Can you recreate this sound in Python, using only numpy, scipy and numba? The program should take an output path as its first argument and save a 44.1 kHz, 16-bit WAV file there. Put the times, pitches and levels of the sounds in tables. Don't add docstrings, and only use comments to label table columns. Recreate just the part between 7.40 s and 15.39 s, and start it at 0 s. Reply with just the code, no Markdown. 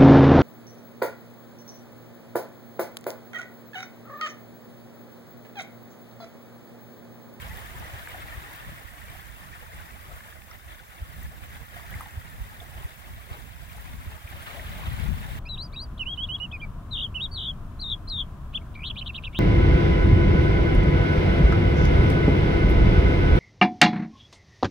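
import sys
import numpy as np
from scipy import signal
from scipy.fft import rfft, irfft, next_fast_len
from scipy.io import wavfile
from numba import njit

SR = 44100
rng = np.random.default_rng(int(sys.argv[2]) if len(sys.argv) > 2 else 0)


def generate_wav(signal):
    frames = np.transpose(np.atleast_2d(signal))
    scaled = np.clip(frames, -1, 1) * 32767
    pcm = np.round(scaled).astype(np.int16)
    wavfile.write(sys.argv[1], SR, pcm)


N = 352359
CUTOFF_HZ = 15850

# (time [s], lean to the left [dB per ms of lead], spray [dB], plume [dB])
CRESTS = [(0, 2.5, -0.5, .5), (1.2, 1, 1.5, 3.5), (2.0, -4.5, -1, 1), (2.8, -4.5, -2, 0),
          (3.8, -7, 1.5, 0.5), (4.6, 3, -1.5, 2.5), (5.8, -3, 2, 0.5), (6.7, 1, 1, -1), (7.2, 5, 2.5, -3.5),
          (7.99, 2.5, 3, 0.5)]


def from_db(db):
    return 10 ** (np.asarray(db) / 20)


def unit_rms(x):
    return x / np.sqrt(np.mean(x ** 2) + 1e-20)


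def in_time(rows):
    times, *columns = np.transpose(rows)
    return [np.interp(np.arange(N) / SR, times, column) for column in columns]


def coloured(x, points, band=None):
    size = next_fast_len(N + SR // 8)
    hz = np.maximum(np.arange(size // 2 + 1) * SR / size, 1)
    knots, db = np.transpose(points)
    gain = from_db(np.interp(np.log(hz), np.log(knots), db))
    if band:
        gain = gain / np.sqrt((1 + (band[0] / hz) ** 12) * (1 + (hz / band[1]) ** 12))
    return irfft(rfft(x, size) * gain, size)[..., :N]


def drift(rate_hz):
    step, settle = 40, 2000
    pole = np.exp(-2 * np.pi * step * rate_hz / SR)
    noise = rng.standard_normal(N // step + settle + 2)
    slow = signal.lfilter([1], [1, -2 * pole, pole * pole], noise)[settle:]
    return np.interp(np.arange(N) / step, np.arange(len(slow)), unit_rms(slow))


def add(out, start_s, sound):
    at = max(int(start_s * SR), 0)
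    out[..., at:at + sound.shape[-1]] += sound[..., :max(N - at, 0)]


def wind_force(puff_width_s=0.074):
    # (time [s], left [dB], right [dB])
    breeze = [(0.0, -49, -36), (0.5, -46.5, -43.0), (1.5, -60, -43), (2.4, -50.5, -42.5), (3.0, -59, -43.5),
              (3.5, -62.0, -46.5), (3.8, -42.5, -38), (4.4, -57.0, -44), (5.0, -43, -39),
              (5.58, -66, -43.5), (6.3, -46, -40.5), (6.85, -58, -46), (7.15, -42, -41.5),
              (7.5, -31, -32.5), (7.7, -19, -35.5), (7.8, -31.5, -33), (7.99, -33.5, -36.5)]
    # (time [s], level [dB])
    puffs = [(0.09, -41), (0.41, -43), (0.82, -44.5), (0.99, -43), (1.29, -40.5), (1.72, -44), (2.34, -47),
             (2.71, -43.0), (3.3, -46.5), (3.85, -47), (4.14, -43), (4.55, -38), (5.37, -44), (5.73, -40.5),
             (5.95, -45), (6.4, -41), (6.54, -39), (6.68, -38.0), (6.96, -41.5), (7.27, -37)]
    t = np.arange(N) / SR
    puffing = sum(from_db(db) * np.exp(-np.minimum(((t - s) / puff_width_s) ** 2, 20)) for s, db in puffs)
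    return 20 * np.log10(np.hypot(from_db(in_time(breeze)), puffing))


def wind(lump_db, lump_hz, level_db, flutter_db, gust_db, growth):
    # (frequency [Hz], level [dB])
    rumble_colour = [(15, -19), (30, -10.5), (52, 1), (80, -0.5), (120, -8), (170, -16), (240, -18.5),
                     (400, -40.5), (900, -67), (3000, -77)]
    # (frequency [Hz], level [dB])
    flutter_colour = [(70, -18), (135, 1), (172, 1.5), (210, -7.5), (260, -24), (400, -30), (1500, -75)]
    force_db = wind_force()
    lumps = np.array([unit_rms(from_db(depth * drift(lump_hz))) for depth in lump_db])
    rumble = unit_rms(coloured(rng.standard_normal((2, N)), rumble_colour))
    flutter = unit_rms(coloured(rng.standard_normal((2, N)), flutter_colour))
    flutter *= from_db(flutter_db + growth * (force_db - gust_db))
    return lumps * from_db(force_db + level_db) * (rumble + flutter)


def thumps(cycles, level_db):
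    # (time [s], pitch [Hz], left [relative dB], right [relative dB], phase between ports [rad])
    eddies = [(0.544, 91, -28, -23.5, 1.2), (0.979, 80, -28, -31, 0.73), (1.281, 83, -28, -27, 2.8),
              (3.627, 64, -23, -23.5, 0.73), (3.851, 78, -26.5, -27, 2.7), (4.565, 89, -24, -26, 0.74),
              (4.779, 76, -24, -20, 0.66), (5.019, 55, -28, -22, 1.7), (5.365, 66.4, -31, -27, 0.83),
              (5.454, 77, -21, -20, 2.65), (5.917, 86, -25, -25, 2.2), (6.678, 67, -25, -26, 0.61),
              (6.854, 78, -28.5, -28.5, 0.6), (7.483, 79.5, -16, -16, 1.1)]
    out = np.zeros((2, N))
    t = np.arange(-SR // 20, SR // 20) / SR
    for s, hz, left_db, right_db, apart in eddies:
        phase = rng.uniform(0, 2 * np.pi) + np.array([[0], [apart]])
        swing = np.exp(-(t * hz / cycles) ** 2) * np.sin(2 * np.pi * hz * t + phase)
        add(out, s + t[0], swing * from_db(level_db + np.array([[left_db], [right_db]])))
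    return out


@njit
def ring(starts, pitches, sizes, lives, rise, onset):
    out = np.zeros(N)
    for k in range(len(starts)):
        at, length = int(starts[k] * SR), int(lives[k] * SR) + 2
        height, fade, phase = sizes[k], 1000 ** (-1 / length), 0.
        swell = int(onset * length) + 1
        for i in range(min(swell + length, N - at)):
            out[at + i] += height * min(i / swell, 1) * np.sin(phase)
            phase += 2 * np.pi * pitches[k] / SR * (1 + rise * i / length)
            if i > swell:
                height *= fade
    return out


def bubbles_at_ports(starts, leads_ms, pitches, sizes, lives, rise, onset):
    half_s = leads_ms / 2000
    arrivals = [np.maximum(starts + side * half_s, 0) for side in (-1, 1)]
    return np.array([ring(at, pitches, sizes, lives, rise, onset) for at in arrivals])


def pops(rows, count, cycles, scatter_s, detune_oct, trail_db, rise, onset):
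    delay, pitch, place = rng.random((len(rows), 3, count)).transpose(1, 0, 2)
    s, level_db, hz = np.transpose(rows)[:, :, None]
    trailing = np.arange(count) > 0
    starts = s + scatter_s * delay * trailing
    leads_ms = 0.22 * (place - .5)
    pitches = np.minimum(hz * 2 ** (detune_oct * (2 * pitch - 1) * trailing), CUTOFF_HZ)
    sizes = from_db(level_db + trail_db * trailing)
    lives = cycles / pitches
    return bubbles_at_ports(*map(np.ravel, (starts, leads_ms, pitches, sizes, lives)), rise, onset)


def drips():
    # (time [s], relative level [dB], pitch [Hz])
    drops = [(3.302, -48, 3500), (5.202, -38.5, 3500)]
    return pops(drops, count=2, cycles=70, scatter_s=0.0085, detune_oct=.05,
                trail_db=-5, rise=.06, onset=0.04)


def ticks():
    # (time [s], relative level [dB], pitch [Hz])
    bursts = [(0.172, -39, 13600), (1.134, -43, 14600), (1.161, -38, 15000), (1.808, -42, 12000),
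              (3.112, -47, 5590), (3.730, -40, 14500), (3.830, -37, 15000), (4.507, -39, 14000),
              (4.610, -40, 9700), (6.308, -42, 14300), (7.530, -40, 13300)]
    return pops(bursts, count=4, cycles=22, scatter_s=0.007, detune_oct=0.3,
                trail_db=-5.5, rise=.03, onset=0.031)


def slaps():
    # (time [s], relative level [dB], pitch [Hz])
    closings = [(0.674, -28.5, 1630), (2.806, -34.5, 1720), (3.02, -34, 1760), (4.396, -37, 1240),
                (4.607, -30, 1190)]
    return pops(closings, count=3, cycles=17, scatter_s=0.00306, detune_oct=0.6,
                trail_db=-4.5, rise=.05, onset=0.02)


def plops():
    # (time [s], relative level [dB], pitch [Hz])
    bubbles = [(0.744, -30, 720), (0.941, -29, 1900), (1.224, -31, 1780), (1.751, -34, 752),
               (2.925, -32, 1710), (3.112, -31, 1290), (4.364, -32.5, 700), (4.54, -24.5, 2070),
               (4.608, -23.5, 1260), (4.659, -32.5, 846), (6.875, -28, 2400), (7.107, -32, 2230),
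               (7.195, -23.5, 1890)]
    return pops(bubbles, count=5, cycles=34, scatter_s=0.013, detune_oct=0.43,
                trail_db=-13.0, rise=0.03, onset=0.062)


def arrive(x, lead_ms):
    half = lead_ms * SR / 2000
    return np.array([np.roll(x, -int(np.floor(half + .5))), np.roll(x, int(np.ceil(half)))])


def bubble_cloud(band, lead_ms, count, cycles, spread_db, rise):
    when, pitch, size, life, sign, place = rng.random((count, 6)).T
    low, high = band[0] / np.sqrt(2), min(band[1] * np.sqrt(2), CUTOFF_HZ)
    hz = low + (high - low) * pitch
    size_db = spread_db * np.minimum(-np.log(1 - size), 3.5)
    sizes = from_db(size_db) * np.sqrt(hz) * np.sign(sign - .5)
    leads_ms = lead_ms + .16 * (place - .5)
    lives = cycles * (.5 + life) / hz
    return bubbles_at_ports(when * N / SR, leads_ms, hz, sizes, lives, rise, onset=0.31)


def spill(band, count, cycles, spread_db, rise, wash_db, diffuse_db, surge_db, surge_hz):
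    # (lead of the left port [ms], relative level [dB])
    shore = [(-.5, -7.5), (-.1, -9), (0.198, -6.5), (0.459, -9)]
    # (frequency [Hz], level [dB])
    water_colour = [(220, -4.5), (450, -7), (650, -2), (1000, -3), (1300, 0.5), (1900, .5), (2400, -4),
                    (3600, -8), (4200, -15), (4900, -17), (5700, -21.5), (8000, -19.5), (12000, -19),
                    (15000, -14.5)]
    lean_db = in_time(CRESTS)[0]
    near = 0
    far = from_db(diffuse_db) * rng.standard_normal((2, N))
    for lead_ms, level_db in shore:
        gain = from_db(level_db + lean_db * lead_ms + surge_db * drift(surge_hz))
        near = near + gain * bubble_cloud(band, lead_ms, count, cycles, spread_db, rise)
        far = far + gain * arrive(rng.standard_normal(N), lead_ms)
    near = unit_rms(coloured(near, water_colour, band))
    far = unit_rms(coloured(far, water_colour, band))
    return unit_rms(near + from_db(wash_db) * far)


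def water_levels(chop_db, chop_hz):
    # (time [s], level [dB])
    surf = [(0.0, 5), (0.3, 4), (1.12, 3), (1.45, -0.65), (2.05, -0.55), (2.87, -0.4), (3.0, -3.5),
            (3.47, -5), (3.75, -2.5), (4.3, -1.5), (4.55, 0.5), (4.85, -1), (6.12, -3), (6.5, 0.3),
            (6.82, -0.5), (7.1, 5), (7.55, 4.5), (7.99, 3)]
    # (level in ordinary surf [dB], growth [dB per dB of surf])
    voices = [(-53.5, 1.23), (-49, 1.0), (-53, 0.62)]
    # (crest time [s], length [s], gurgle [dB], splash [dB], foam [dB])
    laps = [(1.76, 0.12, 0, 2, 2), (2.402, .09, 1.5, 3, .5), (2.697, .14, 2.5, 1.5, 1),
            (2.907, 0.049, 0, 2.5, 2), (3.116, 0.12, 3.5, 3.5, 0), (3.326, 0.1, 6, 5.5, 1.5),
            (3.58, 0.22, 4, 1, .5), (3.818, 0.2, 2.5, 0.5, 2.5), (4.148, 0.095, 0.5, 4.5, 2),
            (4.38, 0.092, -0.5, 2.5, 3), (4.566, 0.27, 3.5, 3.5, 2.5), (5.22, 0.04, 4.5, -1, 2),
            (5.42, 0.19, 7, 3, 2.5), (5.71, .1, 0.5, -0.5, 1.5), (5.963, 0.17, 7.5, 1.5, 1.5),
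            (6.39, 0.21, 1.5, 0.5, 1), (6.71, .14, 3.5, 0.5, 0)]
    t = np.arange(N) / SR
    surf_db = in_time(surf)[0] + chop_db * drift(chop_hz)
    levels = np.array([db + growth * surf_db for db, growth in voices])
    for s, length, *lifts_db in laps:
        hump = np.cos(np.pi * np.clip((t - s) / length, -.5, .5))
        levels += np.outer(lifts_db, hump)
    return levels


def waves(plume_hz=1820, plume_width_hz=300):
    gurgle_db, splash_db, foam_db = water_levels(chop_db=0.73, chop_hz=21)
    _, spray_db, plume_db = in_time(CRESTS)
    gurgle = from_db(gurgle_db) * spill((240, 1100), count=700, cycles=24.8, spread_db=2.5, rise=0.19,
                                        wash_db=0.5, diffuse_db=-13.0, surge_db=2.0, surge_hz=12.0)
    splash = from_db(splash_db) * spill((1100, 5400), count=3200, cycles=39.8, spread_db=2.5, rise=0.11,
                                        wash_db=3.0, diffuse_db=-2.5, surge_db=2.5, surge_hz=16.4)
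    foam = from_db(foam_db) * spill((5100, 16500), count=2400, cycles=18.7, spread_db=3.0, rise=0.022,
                                    wash_db=5.0, diffuse_db=13, surge_db=2.5, surge_hz=24)
    spray_band = coloured(splash, [(1700, -37), (2200, -8), (4400, -0.5), (5200, -23)])
    spray = spray_band * (from_db(spray_db) - 1)
    plume_band = signal.lfilter(*signal.iirpeak(plume_hz, plume_hz / plume_width_hz, fs=SR), splash)
    plume = plume_band * (from_db(plume_db) - 1)
    leftward = from_db([[.8], [-.8]])
    return (gurgle + splash + spray + plume) * leftward + foam


def port_pair(x):
    # (frequency [Hz], side over mid [dB])
    width = [(300, 1.5), (550, -1), (750, -2), (1000, -1.5), (1350, 6.5), (1700, -1.5), (2100, -3.5),
             (2850, 2), (3600, -0.5), (15000, 0.5)]
    mid = coloured(x[0] + x[1], [(hz, -db / 2) for hz, db in width]) / 2
    side = coloured(x[0] - x[1], [(hz, db / 2) for hz, db in width]) / 2
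    return np.array([mid + side, mid - side])


def scene():
    singles = from_db(-7.5) * plops() + from_db(-1.5) * slaps()
    singles += from_db(8.5) * ticks() + from_db(2) * drips()
    water = port_pair(waves() + singles)
    buffet = wind(lump_db=(2.8, 2.5), lump_hz=29.6, level_db=-0.47,
                  flutter_db=-7.5, gust_db=-23.0, growth=0.3)
    return water + buffet + thumps(cycles=0.65, level_db=-1.5)


def record(dry):
    return signal.sosfilt(signal.ellip(12, .1, 80, CUTOFF_HZ, fs=SR, output="sos"), dry)


dry = scene()
out = record(dry)
generate_wav(out)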